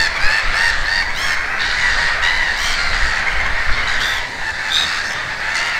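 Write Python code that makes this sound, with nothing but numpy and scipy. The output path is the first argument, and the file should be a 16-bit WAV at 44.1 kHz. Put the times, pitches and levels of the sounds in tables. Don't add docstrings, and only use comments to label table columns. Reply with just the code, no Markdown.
import sys
import numpy as np
from scipy import signal
from scipy.fft import rfft, irfft
from scipy.io import wavfile
from scipy.ndimage import uniform_filter1d

SR = 44100
rng = np.random.default_rng(int(sys.argv[2]) if len(sys.argv) > 2 else 0)


def field_ratio(decibels):
    return 10 ** (np.asarray(decibels, dtype=float) / 20)


def master(y):
    cut = np.clip(np.atleast_2d(y).T, -1, 1)
    pcm = np.round(cut * 32767)
    wavfile.write(sys.argv[1], SR, pcm.astype(np.int16))


N = 255339


def evened(x):
    return x / np.sqrt(np.mean(x ** 2) + 1e-20)


def read(points, hz):
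    f, value = np.transpose(points)
    return np.interp(np.log(hz + 1), np.log(f + 1), value)


def follow(rows):
    s, *columns = np.transpose(rows)
    return [np.interp(np.arange(N) / SR, s, column) for column in columns]


def add(mix, s, sound):
    part = mix[round(s * SR):][:len(sound)]
    part += sound[:len(part)]


def wobble(n, hz):
    span = max(int(SR / hz), 2)
    noise = rng.standard_normal(n)
    return evened(uniform_filter1d(uniform_filter1d(noise, span), span))


def coloured(points, patchy_db):
    a, b, patches = rng.standard_normal((N // 512 + 5, 1025, 3)).T
    patches = evened(uniform_filter1d(uniform_filter1d(patches, 20, 0), 6, 1))
    level_db = read(points, np.fft.rfftfreq(2048, 1 / SR))[:, None] + patchy_db * patches
    z = (a + 1j * b) * field_ratio(level_db)
    return evened(signal.istft(z, nperseg=2048, noverlap=1536)[1][:N])


def open_air():
    # (frequency [Hz], level per Hz [dB])
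    air = [(35, -32), (60, -5), (321, -14), (938, -8.5), (1160, -19), (1840, -50), (2220, -28), (3380, -46),
           (4170, -16), (8780, -31), (10300, -40.5), (15700, -46)]
    return field_ratio(-34) * coloured(air, patchy_db=2.0)


def wind():
    # (frequency [Hz], level per Hz [dB])
    gust = [(1, -20), (4, -2), (10, 0), (20, -6), (30, -15), (60, -20), (110, -32), (300, -45), (600, -90)]
    # (time [s], level [dB])
    breeze = [
        (0.0, -26.5),
        (4.1, -30),
        (4.3, -46),
        (4.5, -35.5),
        (5.63, -36),
        (5.79, -42),
    ]
    # (centre time [s], strength [dB], length [s])
    puffs = [(0.09, -29, .1), (0.239, -15.5, 0.074), (0.476, -21.5, 0.094), (0.777, -23, .18),
             (1.124, -30, .25), (1.397, -27, 0.15), (1.898, -26.5, 0.3), (2.077, -36, .12),
             (2.225, -27.5, .12), (2.373, -27, 0.094), (2.67, -26, 0.28), (2.928, -19, 0.12),
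             (3.04, -17, 0.11), (3.46, -18, 0.29), (3.707, -14, 0.069), (3.859, -18.5, 0.17),
             (4.125, -25, 0.2), (4.422, -27, 0.065), (4.87, -46, .15), (5.5, -43, 0.17)]
    spectrum = rfft(rng.standard_normal(N))
    lumps = irfft(spectrum * field_ratio(read(gust, np.fft.rfftfreq(N, 1 / SR))), N)
    t = np.arange(N) / SR
    force = field_ratio(follow(breeze)[0])
    for s, db, length in puffs:
        force += field_ratio(db) * np.exp(-(2 * (t - s) / length) ** 2)
    return force * lumps / np.sqrt(uniform_filter1d(lumps ** 2, 14000) + 1e-12)


def shore(x):
    # (frequency [Hz], time to fall 60 dB [s])
    decay = [
        (500, 1),
        (2000, 0.4),
        (6000, 0.69),
        (14000, 0.032),
    ]
    taps = np.zeros(SR)
    at = np.arange(400, SR - 20, 20) + rng.integers(0, 20, (SR - 401) // 20)
    taps[at] = rng.choice([-1., 1.], len(at))
    hz, t, z = signal.stft(taps, SR, nperseg=256)
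    tail = signal.istft(z * field_ratio(-60 * t / read(decay, hz)[:, None]), SR, nperseg=256)[1]
    return signal.fftconvolve(x, tail / np.linalg.norm(tail))[:N]


def cry(rows, voice, hoarse, top_hz):
    # (frequency [Hz], width [Hz], level [dB])
    tract = [
        (850, 400, -19),
        (1800, 650, 0),
        (2750, 450, -14.5),
        (12900, 3700, 0),
    ]
    bursts_hz, beak_hz, beak_db, edge_hz, edge_db, rasp_db = voice
    s, pitch_hz, effort_db = np.transpose(rows)
    t = np.arange(s[0], s[-1], 1 / SR)
    hz = uniform_filter1d(np.interp(t, s, pitch_hz), 600)

    flutter = np.cumsum(bursts_hz * (1 + .2 * hoarse * wobble(len(t), 60))) / SR % 1
    opening = np.sin(np.pi * np.minimum(flutter / 0.731, 1))
    gate = 0.22 + np.clip(2.34 * opening, 0, 1) ** 0.96
    bend = 1 + .062 * (flutter - .4) + .022 * hoarse * wobble(len(t), 120)

    k = np.arange(1, min(int(top_hz / hz.min()), 30) + 1)[:, None]
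    *body, rasp = tract
    beak, edge = (beak_hz, 1000, beak_db), (edge_hz, 3200, edge_db)
    resonances = [*body, beak, edge, np.add(rasp, (0, 0, rasp_db))]
    power = sum(field_ratio(db) ** 2 / (1 + (2 * (k * hz[::64] - f) / w) ** 4) for f, w, db in resonances)
    heights = np.repeat(np.sqrt(power / power.sum(0)), 64, axis=1)[:, :len(t)]
    turns = np.cumsum(hz * bend) / SR + rng.random((30, 1))[:len(k)] / k
    heights *= field_ratio(1.8 * rng.standard_normal((30, 1))[:len(k)])
    gate = gate ** np.minimum(k * hz.mean() / 4000, 1.2)
    overtones = gate * heights * np.cos(2 * np.pi * k * turns)

    smeared = np.minimum(hoarse * (.6 + k * hz.mean() / 8000), .85)
    shake = wobble(len(t) + 9000, 750)[np.arange(len(t)) + 300 * k]
    stack = ((1 - smeared + smeared * shake) * overtones).sum(0)
    rise = t - t[0] + (t[0] < .001)
    edges = np.clip(np.minimum(rise, t[-1] - t) / .011, 0, 1)
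    return s[0], field_ratio(np.interp(t, s, effort_db)) * evened(stack) * edges


def crowd(count=84):
    # (time [s], clamour [dB], nearness: treble added by closer birds [dB])
    swells = [(0.0, -24, -4), (0.31, -20, -3.5), (0.71, -21.5, 5.5), (1.1, -23, -6), (1.31, -21.5, 2),
              (1.54, -21, -14), (1.65, -23, 5), (2.05, -19.5, 6.5), (2.21, -20, -4), (2.71, -22.5, 8.5),
              (3.15, -19, -1.5), (3.56, -21, -3), (4.12, -20, 0.5), (4.31, -27, 1), (4.91, -23, 4),
              (5.36, -23.5, -1), (5.61, -23, 1.5), (5.79, -21, -2)]
    # (level over the clamour [dB], share of its swells [0-1], share of nearness [ratio])
    crowd_bands = [
        (-6.5, 0.97, 0.08),
        (0, 1.0, 0.12),
        (-10, 1, 0.87),
        (-28.5, 1, 1.8),
    ]
    mean_db = -22
    out = np.zeros(N + SR)
    for slot, (late, long, high, far, rate, beak) in enumerate(rng.random((count, 6))):
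        s = (slot + late) * (N / SR + .4) / count + .002
        length, hz, db = .12 + .25 * long, 600 + 480 * high, -7 * far
        rows = [(s, .9 * hz, db + 2.5), (s + .4 * length, hz, db),
                (s + .8 * length, .99 * hz, db), (s + length, .92 * hz, db - 6)]
        voice = (60 + 40 * rate, 3100 + 1600 * beak, -8, 7000, -18, -40)
        add(out, *cry(rows, voice, .75, top_hz=8500))
    out = out[round(.4 * SR):][:N]

    spectrum, hz = rfft(out + field_ratio(-1.5) * shore(out)), np.fft.rfftfreq(N, 1 / SR)
    corners_hz = np.array([[350], [1350], [2600], [5400], [30000]])
    above = 1 / (1 + (corners_hz / (hz + 1)) ** 8)
    bands = [irfft(spectrum * share, N) for share in above[:-1] - above[1:]]
    steady = [b / np.sqrt(uniform_filter1d(b ** 2, 6500) + 1e-12) for b in bands]
    clamour_db, near_db = follow(swells)
    total = np.zeros(N)
    for band, (db, swell, near) in zip(steady, crowd_bands):
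        level_db = mean_db + db + swell * (clamour_db - mean_db) + near * near_db
        total += field_ratio(level_db) * band
    return field_ratio(-2.5) * total


def unfold(shape, start, length, first_hz, last_hz, effort_db):
    share, ratio, db = np.transpose(shape)
    pitch_hz = ratio * (first_hz + share * (last_hz - first_hz))
    return np.transpose([start + share * length, pitch_hz, effort_db + db])


def near_birds():
    # (share of its length [0-1], pitch ratio [ratio], effort [dB])
    arch = [
        (0, .86, -6.5),
        (.2, 0.93, 0),
        (.6, 0.98, 2.5),
        (.9, 0.95, 1.5),
        (1, .92, -12),
    ]
    glide = [
        (0, 1.0, 4),
        (.5, 1.02, 0.5),
        (0.999, 1.0, -0.5),
    ]
    yelp = [
        (0, .93, 2),
        (.4, 0.96, 2.5),
        (1, .94, -20.5),
    ]
    rasp = [
        (0, .8, -3),
        (.2, .96, 2),
        (.5, 1.01, 2),
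        (.8, .98, -3.5),
        (1, .89, 0),
    ]
    shriek = [
        (0, .905, -18),
        (.165, .93, -8),
        (.205, 0.94, -0.5),
        (.55, 0.99, 0.5),
        (.8, .99, -3.5),
        (1, .94, -1),
    ]
    swell = [
        (0, 1.0, -8),
        (.55, 1.01, -1),
        (1, 1.0, 2),
    ]

    # (burst rate [1/s], beak [Hz], beak [dB], edge [Hz], edge [dB], rasp [dB]), levels over the throat
    neighbour_voice = (92.5, 4448, -8, 6800, -26.5, -45.5)
    bray_voice = (88, 4004, -14, 4900, -22.5, -61)
    hoarse_voice = (86.5, 4410, -6, 6000, -19.5, -75)
    low_voice = (81.5, 3900, 2, 5800, -24, -52)
    dull_voice = (90.5, 4200, -55, 5500, -55, -50)
    thin_voice = (78, 5700, -6.5, 7300, -18.5, -32)
    sharp_voice = (85.5, 3200, 9.5, 5000, 1.5, -27)
    yelp_voice = (90, 3200, -19, 5500, -26.5, -54)
    rasp_voice = (82, 3300, 10.5, 5450, -4, -17)
    shriek_voice = (77.5, 3600, 15.5, 6100, -1, -21)
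    swell_voice = (86.5, 4400, -16, 6000, -27.5, -50)

    # (start [s], length [s], first pitch [Hz], last pitch [Hz], effort [dB])
    neighbour_arches = [
        (0.19, 0.23, 856, 934.5, -22),
        (0.53, 0.19, 960, 948, -20.5),
        (0.845, .19, 949, 958, -23),
    ]
    neighbour_glides = [
        (0.0, 0.084, 901, 830, -20),
        (2.78, 0.16, 700, 667, -28),
    ]
    brays = [
        (1.59, .2, 891, 994, -28),
        (1.77, 0.19, 996, 902, -23),
        (1.97, .2, 941, 910, -27),
        (2.22, .17, 925, 1011, -22),
        (2.37, 0.17, 1003, 890, -25),
    ]
    hoarse_glides = [
        (0.41, .09, 926, 947, -37),
        (2.93, .28, 962, 870, -29),
        (3.87, .13, 960, 950, -28),
        (4.0, .16, 944, 894, -29),
        (4.19, .055, 947, 924, -39),
        (4.75, .28, 873, 920, -30),
        (5.54, 0.17, 852, 956, -27),
    ]
    low_glides = [
        (1.59, .17, 739, 772, -29),
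        (3.71, 0.13, 700, 767, -35),
        (3.86, .11, 770, 749, -33),
    ]
    dull_glides = [
        (1.49, 0.11, 620, 667, -29.5),
        (1.5, 0.077, 928, 894, -43),
        (4.8, .2, 590, 705, -36.5),
        (5.56, 0.18, 670, 713, -31.5),
    ]
    thin_arches = [
        (1.16, .2, 1151, 1100, -31.5),
        (2.56, 0.18, 1230, 1170, -32.5),
        (5.025, .125, 960, 910, -32),
    ]
    sharp_glides = [
        (2.63, 0.133, 1033, 1062, -31),
        (3.3, 0.045, 946, 904, -38),
        (4.855, 0.15, 1344, 1220, -36),
    ]
    yelps = [(0.15, 0.061, 1240, 1076, -28), (1.02, 0.02, 1197, 1126, -18.5),
             (1.09, 0.049, 1140, 1205, -30), (1.36, .14, 1147, 1097, -30), (2.97, .06, 1390, 1391, -41),
             (3.258, .067, 1114, 1130, -22.5), (3.388, 0.057, 1075, 1137, -24),
             (3.45, .04, 1150, 1074, -24), (3.57, 0.059, 1120, 1270, -34), (3.75, .11, 1138, 1120, -28.5),
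             (4.11, 0.14, 1100, 1144, -34.5)]
    rasps = [
        (1.145, 0.21, 1085, 1080, -32),
        (2.56, 0.19, 1067, 1065, -33.5),
        (3.99, .21, 1187, 1193, -29.5),
    ]
    shrieks = [
        (4.69, .165, 1272, 1275, -18.5),
    ]
    swelling_cries = [
        (3.5, .17, 970, 866, -29),
        (4.4, 0.12, 882, 870, -25.5),
        (4.58, .13, 862, 866, -25.5),
        (5.39, 0.15, 796, 900, -26.5),
        (5.7, .09, 927, 860, -25.5),
        (1.2, .15, 800, 926, -25.5),
    ]

    birds = [(neighbour_arches, arch, neighbour_voice, .3),
             (neighbour_glides, glide, neighbour_voice, .28),
             (brays, glide, bray_voice, .42),
             (hoarse_glides, glide, hoarse_voice, .5),
             (low_glides, glide, low_voice, .5),
             (dull_glides, glide, dull_voice, .35),
             (thin_arches, arch, thin_voice, .25),
             (sharp_glides, glide, sharp_voice, .35),
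             (yelps, yelp, yelp_voice, .2),
             (rasps, rasp, rasp_voice, .36),
             (shrieks, shriek, shriek_voice, .28),
             (swelling_cries, swell, swell_voice, .4)]
    out = np.zeros(N)
    for cries, shape, voice, hoarse in birds:
        for row in cries:
            add(out, *cry(unfold(shape, *row), voice, hoarse, top_hz=15600))
    return field_ratio(3.0) * (out + field_ratio(-11.5) * shore(out))


def scene():
    return (open_air() + wind() + crowd() + near_birds())[None]


def low_pass(x):
    return signal.sosfilt(signal.butter(12, 15880, fs=SR, output="sos"), x)


def record(dry):
    return low_pass(dry)


dry = scene()
out = record(dry)
master(out)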